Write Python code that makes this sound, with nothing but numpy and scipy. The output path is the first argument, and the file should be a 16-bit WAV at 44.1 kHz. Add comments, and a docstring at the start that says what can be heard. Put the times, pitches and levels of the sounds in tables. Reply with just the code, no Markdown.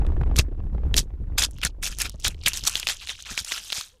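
"""Low, gusty wind buffets the microphone of a small drone that cartwheels over a dry lawn, motors stopped.
The turbulence dies down as the tumble slows. Each touch of the ground crushes a tuft of brittle stalks,
whose fractures crackle and excite the shell's resonances; thick stems snap and the frame thumps on the soil.
The touches merge into a last slide, and a faint whine follows. All is heard from the drone's own camera."""
import sys
import numpy as np
from scipy import signal
from scipy.fft import rfft, irfft, next_fast_len
from scipy.io import wavfile
from scipy.ndimage import uniform_filter1d

SR = 44100
rng = np.random.default_rng(int(sys.argv[2]) if len(sys.argv) > 2 else 0)


def int16_out(signal):
    """Quantize to a 16-bit WAV file."""
    q = np.round(np.clip(np.atleast_2d(signal).T, -1, 1) * 32767)
    wavfile.write(sys.argv[1], SR, q.astype(np.int16))


N = 176400

# Spectrum of dry straw: f/Hz, level/dB
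STRAW_SPECTRUM = [(150, -9.5), (500, -12), (1000, -10), (2000, -14.5), (2900, 5.5), (4500, 0), (6300, 2.5),
                  (8500, -0.5), (11000, -2), (14500, -8), (16000, -35.5)]


def crushed_tufts():
    """Brittle fracture and friction radiate directly and through the shell; touches add in power."""
    # Touches: t/s, hold/s, rise/s, fall/s, level/dB, shell gain/dB, treble tilt/dB
    touches = [ (0.363, 0.02, .015, 0.032, -35, -6, 1), (0.391, 0.0021, 0.023, 0.037, -18.5, -1.5, 2.5),
               (0.979, 0.0063, 0.035, 0.048, -15.5, -10, 1.5), (1.383, 0.003, 0.011, 0.089, -16, -2.5, 1.5),
               (1.43, 0.018, 0.045, 0.032, -19, -6.5, -1), (1.636, 0.0025, 0.021, 0.023, -33.5, 14, 4),
               (1.65, 0.021, 0.021, 0.023, -27.5, -1.5, -2), (1.83, 0.045, 0.013, 0.053, -28, -2.5, 3),
               (1.916, 0.011, 0.027, 0.046, -39.5, -0.5, 3), (2.003, 0.015, 0.037, 0.064, -27, -1, 2),
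               (2.05, 0.013, 0.035, 0.043, -33, 2, -3), (2.248, 0.032, 0.025, 0.027, -23, -5, -0.5),
               (2.304, 0.0087, 0.04, 0.052, -51, 6.5, 5), (2.461, 0.012, 0.0066, 0.079, -22, 0.5, 2),
               (2.539, 0.04, 0.0068, .07, -32.5, -5.5, 2), (2.67, 0.011, 0.022, 0.02, -20.5, -13.5, 2.5),
               (2.647, 0.15, .012, 0.2, -40, 0.5, 4), (2.767, 0.0057, 0.012, 0.044, -29, -28, -4),
               (2.897, 0.0041, 0.039, 0.094, -23, -3, 1.5), (3.011, 0.021, 0.0083, .08, -45, 4.5, 0),
               (3.093, 0.0091, 0.031, 0.1, -31, -7.5, -4.5), (3.192, 0.015, 0.017, 0.067, -44, -7, -3),
               (3.257, 0.06, 0.011, 0.097, -44, 5, -5), (3.303, 0.011, 0.028, 0.28, -36, -6, -2),
               (3.387, 0.0039, 0.042, 0.077, -25.5, -8, 0), (3.476, 0.067, 0.073, 0.038, -38, -0.5, 5.5),
               (3.515, 0.071, 0.035, 0.073, -35, 1, 1), (3.633, 0.065, 0.24, .06, -42, -14, 1),
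               (3.766, 0.016, 0.18, 0.18, -29.5, -5.5, 0)]
    slope_db = 41.5  # change over one rise or fall time
    t, power = clock(), np.zeros((3, N))
    for start, hold, rise, fall, db, shell_db, tilt_db in touches:
        level = db - slope_db * (np.maximum(start - t, 0) / rise + np.maximum(t - start - hold, 0) / fall)
        active = level > -100
        power[:, active] += amp(level[active] + np.array([[-tilt_db], [tilt_db], [shell_db]])) ** 2
    fractures = crackle(per_s=2600, scatter_db=3.5)
    rubbing = 0.44 * rng.standard_normal(N)
    stalks = patchy(fractures + rubbing, depth_db=2.2, width_hz=200, span_s=0.008)
    straw = steadied(coloured(stalks, STRAW_SPECTRUM), span_s=0.0087)
    treble = filtered(straw, lambda hz: 1 - 1 / (1 + (hz / 5000) ** 4))
    shell = steadied(filtered(stalks, shell_response), span_s=0.036)
    return np.sum(np.sqrt(power) * [straw - treble, treble, shell], axis=0)


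def crackle(per_s, scatter_db, candidates=16000, size=320):
    """Stalks break at random instants, each a damped oscillation of random pitch and strength."""
    median_hz, log_spread, decay_cycles = 4763, 0.577, 1.5
    draws, detune = rng.random((candidates, 4)), rng.standard_normal(candidates)
    breaks = draws[:, 0] < per_s * N / SR / candidates
    onset, weakness, phase = np.hsplit(draws[breaks, 1:], 3)
    hz = np.clip(median_hz * np.exp(log_spread * detune[breaks]), 500, 16000)[:, None]
    cycles = hz * np.arange(size) / SR
    strength = amp(-scatter_db * np.log(np.maximum(weakness, 0.02))) * np.sqrt(hz)
    envelope = strength * (1 - np.exp(-2 * cycles)) * np.exp(-cycles / decay_cycles)
    rings = envelope * np.sin(2 * np.pi * (cycles + phase))
    samples = (onset * N).astype(int) + np.arange(size)
    return unit(np.bincount(samples.ravel(), rings.ravel(), N + size)[:N])


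def shell_response(f):
    """Modal superposition: the shell responds as a sum of damped resonators of alternating sign."""
    # Shell modes: f/Hz, bandwidth/Hz, level/dB
    modes = [(730, 980, -10), (1388, 260, 2.5), (1636, 310, -2), (2882, 554, 2.5)]
    return sum((-1) ** k * amp(db) * 1j * f * width / (centre ** 2 - f ** 2 + 1j * f * width)
               for k, (centre, width, db) in enumerate(modes))


def sharp_ticks(size=2048):
    """Impulsive excitation by wind, fracture or impact: a noise burst about one pitch, with a faint ring."""
    # Two faint wind ticks on the microphone, then stems snapping and straw striking the shell:
    # t/s, relative peak level/dB, f/Hz, T60/s
    ticks = [(.066, -31, 2600, 0.0063), (.2125, -49, 2180, 0.005), (0.3602, -16.5, 2600, 0.004),
             (.3660, -14.5, 5500, 0.0039), (0.388, -3.5, 5500, 0.0056), (0.3895, -11.5, 4500, .007),
             (.3940, 0.5, 2700, 0.0058), (0.4118, -25, 6700, 0.0087), (0.942, -6.5, 2900, 0.0066),
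             (0.9664, -6.5, 5600, 0.0041), (0.977, -16.5, 3400, 0.0095), (0.9797, -2.5, 4260, 0.0061),
             (1.3862, -22, 6400, 0.0069), (1.42, -10, 2900, 0.0028), (1.423, -6.5, 5000, 0.0056),
             (1.5106, -29.5, 8000, 0.0037), (1.585, -29.5, 3150, 0.0042), (1.616, -21, 2800, .0055),
             (1.6325, -12, 2850, .008), (1.65, -2, 7000, 0.0051), (1.8270, -21.5, 6450, 0.0055),
             (1.9864, -14, 7700, 0.0046), (2.0173, -6, 6500, 0.0078), (2.0955, -19.5, 6600, 0.011),
             (2.199, -31.5, 6500, 0.027), (2.2458, -8, 4900, 0.0037), (2.2509, -2.5, 3200, 0.002),
             (2.2798, -9.5, 7300, 0.014), (2.3453, -33, 3100, 0.0089), (2.4365, -23.5, 4100, 0.017),
             (2.4615, -5.5, 3300, 0.026), (2.4744, -6.5, 2200, 0.014), (2.4827, -1, 7800, 0.0026),
             (2.5334, -14, 4900, .012), (2.6374, -16.5, 5200, 0.017), (2.6525, -13, 4360, .004),
             (2.6735, -8, 5200, 0.0045), (2.6744, 1.5, 5600, 0.0023), (2.696, -9, 6400, 0.0039),
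             (2.755, -5.5, 3600, 0.0054), (2.798, -14.5, 5400, 0.017), (2.829, -17, 2750, 0.022),
             (2.573, -13.5, 6150, 0.0099), (2.594, -22, 4800, 0.0058), (2.8703, -6.5, 3200, 0.012),
             (2.8787, -11, 4500, 0.002), (2.8878, -1.5, 3400, 0.0013), (3.0724, -21, 3160, 0.016),
             (3.0877, -22.5, 4000, .004), (3.094, -17, 2900, 0.0064), (3.2244, -22.5, 6300, 0.0036),
             (3.377, -7, 3100, 0.0078), (3.4473, -18.5, 6400, 0.015), (3.520, -9, 2750, 0.016),
             (3.5435, -26, 4500, .004), (3.579, -20.5, 3020, 0.0044), (3.7021, -15.5, 3000, .004),
             (3.723, -10, 3400, 0.0041), (3.728, -10, 3600, 0.0022), (3.811, -16, 4420, 0.0035)]
    log_width, ring_db, ring_t60 = 0.29, -14, 0.022
    out, t = np.zeros(N + size), np.arange(size) / SR
    attack = 1 - np.exp(-t / 0.00005)
    for start, db, hz, t60 in ticks:
        band = lambda f: np.exp(-0.5 * (np.log((f + 1) / hz) / log_width) ** 2)
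        skirt = lambda f: 0.33 * f / (f + 900) / (1 + (f / (2.5 * hz)) ** 3)
        grain = filtered(rng.standard_normal(size), lambda f: band(f) + skirt(f))
        decay = amp(-60 * t / t60) + amp(ring_db - 60 * t / ring_t60)
        burst = steadied(grain, span_s=0.0012) * decay * attack
        out[round(start * SR):][:size] += amp(db - 1.5) * burst / np.abs(burst).max()
    return out[:N]


def frame_thumps():
    """Inelastic impact: soft soil stops the frame with one low push and a dull puff."""
    # Impacts: t/s, level/dB, duration/s
    impacts = [(0.388, -13, 0.039), (0.983, -24.5, 0.043), (1.645, -28.5, 0.054), (2.039, -33.5, 0.051),
               (2.14, -32, 0.041), (2.26, -29.5, 0.087), (2.459, -28.5, 0.057), (2.618, -36.5, .12),
               (3.09, -69, 0.22), (3.307, -34, 0.057), (3.403, -41, 0.058), (3.586, -56, 0.11),
               (3.776, -39.5, 0.032)]
    # Spectrum of the puff of soil: f/Hz, level/dB
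    soil_spectrum = [(20, -11), (60, 0), (120, 0), (220, -8.5), (400, -17.5), (800, -23.5), (2000, -43.5),
                     (8000, -86.5)]
    push_hz, puff_db = 56, -3.5
    t, push, puff = clock(), np.zeros(N), np.zeros(N)
    for start, db, duration in impacts:
        since = np.maximum(t - start, 0)
        age = 6 * since / duration  # the swell peaks at age 1
        swell = amp(db) * (age * np.exp(1 - age)) ** 2
        push += swell * np.sin(2 * np.pi * push_hz * since)
        puff += swell
    return push + amp(puff_db) * puff * steadied(noise(soil_spectrum), span_s=0.018)


def air_buffeting():
    """Turbulent pressure falls as the tumble slows; each swell of the rumble brings a rougher flutter."""
    # Strength of the air stream: t/s, relative level/dB
    stream = [(0.0, -20), (0.02, -20.5), (0.38, -21), (0.39, -23), (0.5, -30), (1.0, -21.5), (1.04, -35.5),
              (1.34, -28), (1.53, -37), (1.67, -35.5), (1.69, -36.5), (2.08, -36.5), (2.21, -42),
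              (2.24, -34), (3.27, -55), (3.32, -40), (3.35, -53), (4.0, -64)]
    # Spectrum of the slow pressure swells: f/Hz, level/dB
    rumble_spectrum = [(12, -10.5), (28, 1), (55, 0), (80, -7.5), (120, -17), (200, -27.5), (400, -48),
                       (1000, -83)]
    # Spectrum of the flutter: f/Hz, level/dB
    flutter_spectrum = [(60, -19.5), (160, 2.5), (330, 1.5), (600, -10.5), (1200, -21), (2500, -33),
                        (5000, -46.5), (12000, -61)]
    # Eddies tearing at the microphone port: t/s, level/dB
    eddies = [(0.021, -34), (0.05, -35.5), (0.069, -39), (0.122, -37), (0.168, -37), (0.215, -29),
              (0.236, -31), (0.276, -38), (0.314, -35), (.603, -43), (0.782, -39.5), (0.836, -41),
              (0.877, -51), (1.106, -47.5), (1.283, -57.5)]
    gust_db, swing_db, flutter_growth, eddy_s = 2, 5, 1.102, 0.002
    t = clock()
    gusts = np.clip(noise([(5, -12.5), (12, 3), (25, -3), (60, -76), (200, -120)]), -2, 2)
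    level = np.interp(t, *np.transpose(stream)) + gust_db * gusts
    rumble = steadied(noise(rumble_spectrum), span_s=0.015)
    flutter = patchy(noise(flutter_spectrum), depth_db=3, width_hz=230, span_s=0.0026)
    flutter = unit(flutter * amp(swing_db * np.clip(rumble, -2, 2)))
    flutter_db = level.mean() + flutter_growth * (level - level.mean()) - 19
    pulses = sum(amp(db) * np.exp(-0.5 * ((t - centre) / eddy_s) ** 2) for centre, db in eddies)
    tearing = noise([(150, -22), (500, 8), (1200, -4.5), (3000, -18), (6000, -39), (14000, -61)])
    return amp(level + 1) * rumble + amp(flutter_db) * flutter + pulses * tearing


def stray_blades():
    """Light friction: single blades of grass brush the shell with soft ticks between the touches."""
    # Strength of the brushing: t/s, level/dB
    brushing = [(1.44, -86.5), (1.48, -80), (1.54, -58), (1.7, -55.5), (1.73, -93), (1.81, -90),
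                (1.9, -48.5), (2.13, -54.5), (2.18, -69), (2.22, -47.5), (2.32, -69), (2.37, -68.5),
                (2.45, -40), (3.85, -56), (3.95, -76.5)]
    cutoff_hz = 6000
    ticks = coloured(crackle(per_s=500, scatter_db=5), STRAW_SPECTRUM) + 0.15 * noise(STRAW_SPECTRUM)
    dulled = filtered(ticks, lambda hz: 1 / np.sqrt(1 + (hz / cutoff_hz) ** 2))
    return steadied(dulled, span_s=0.03) * amp(np.interp(clock(), *np.transpose(brushing)))


def whine():
    """Frequency modulation: a faint tone and its octave rise and fall once the drone lies still."""
    start_s, duration_s, level_db = 3.91, 0.086, -63
    base_hz, glide_hz, waver_hz = 364, 161, 10
    arch = np.sin(np.pi * np.clip((clock() - start_s) / duration_s, 0, 1))
    hz = base_hz + glide_hz * arch + waver_hz * noise([(100, 3.5), (400, -46.5)])
    phase = 2 * np.pi * np.cumsum(hz) / SR
    return amp(level_db) * arch * (np.sin(phase) + amp(-11.5) * np.sin(2 * phase))


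def noise_floor():
    """Stationary noise, strongest in the bass, lies faintly under everything."""
    return amp(-71.5) * noise([(50, 4), (1000, -13), (4000, -23.5), (15000, -30)])


def amp(db):
    """Amplitude ratio of a level in decibels."""
    return 10 ** (np.asarray(db) / 20)


def unit(x):
    """Normalisation to rms 1."""
    return x / np.sqrt(np.mean(x ** 2) + 1e-20)


def clock():
    """Sampling instants, t/s."""
    return np.arange(N) / SR


def filtered(x, response):
    """Linear filtering: the spectrum of x times a frequency response."""
    size = next_fast_len(len(x) + 4096)
    return irfft(rfft(x, size) * response(np.fft.rfftfreq(size, 1 / SR)), size)[:len(x)]


def coloured(x, points):
    """Spectral shaping by points (f/Hz, level/dB), at rms 1."""
    f, db = np.transpose(points)
    return unit(filtered(x, lambda hz: amp(np.interp(np.log(hz + 1), np.log(f), db))))


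def noise(points):
    """Gaussian noise of rms 1 with the spectrum (f/Hz, level/dB)."""
    return coloured(rng.standard_normal(N), points)


def steadied(x, span_s):
    """Division by the running rms evens out level changes slower than span_s."""
    size = max(int(span_s * SR), 8)
    return x / np.sqrt(np.abs(uniform_filter1d(uniform_filter1d(x * x, size), size)) + 1e-9)


def patchy(x, depth_db, width_hz, span_s):
    """Random modulation in time and frequency makes brief spectral peaks come and go."""
    spectra = signal.stft(x, nperseg=256)[2]
    bell = lambda width: np.exp(-0.5 * (np.arange(-12, 13) / width) ** 2)
    kernel = np.outer(bell(width_hz * 256 / SR), bell(span_s * SR / 128))
    field = unit(signal.fftconvolve(rng.standard_normal(spectra.shape), kernel, "same"))
    return signal.istft(spectra * amp(depth_db * np.clip(field, -2, 2)), nperseg=256)[1][:N]


def scene():
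    """Free-field superposition: the sources add at the camera, with no echo."""
    contacts = crushed_tufts() + stray_blades()
    return (contacts + sharp_ticks() + frame_thumps() + air_buffeting() + whine() + noise_floor())[None]


def record(dry):
    """Saturation in the camera rounds the highest peaks; a steep low-pass limits the bandwidth."""
    ceiling, cutoff_hz = 0.56, 15700
    rounded = dry[0] / (1 + np.abs(dry[0] / ceiling) ** 6) ** (1 / 6)
    return filtered(rounded, lambda hz: 1 / (1 + (hz / cutoff_hz) ** 120))[None]


dry = scene()
out = record(dry)
int16_out(out)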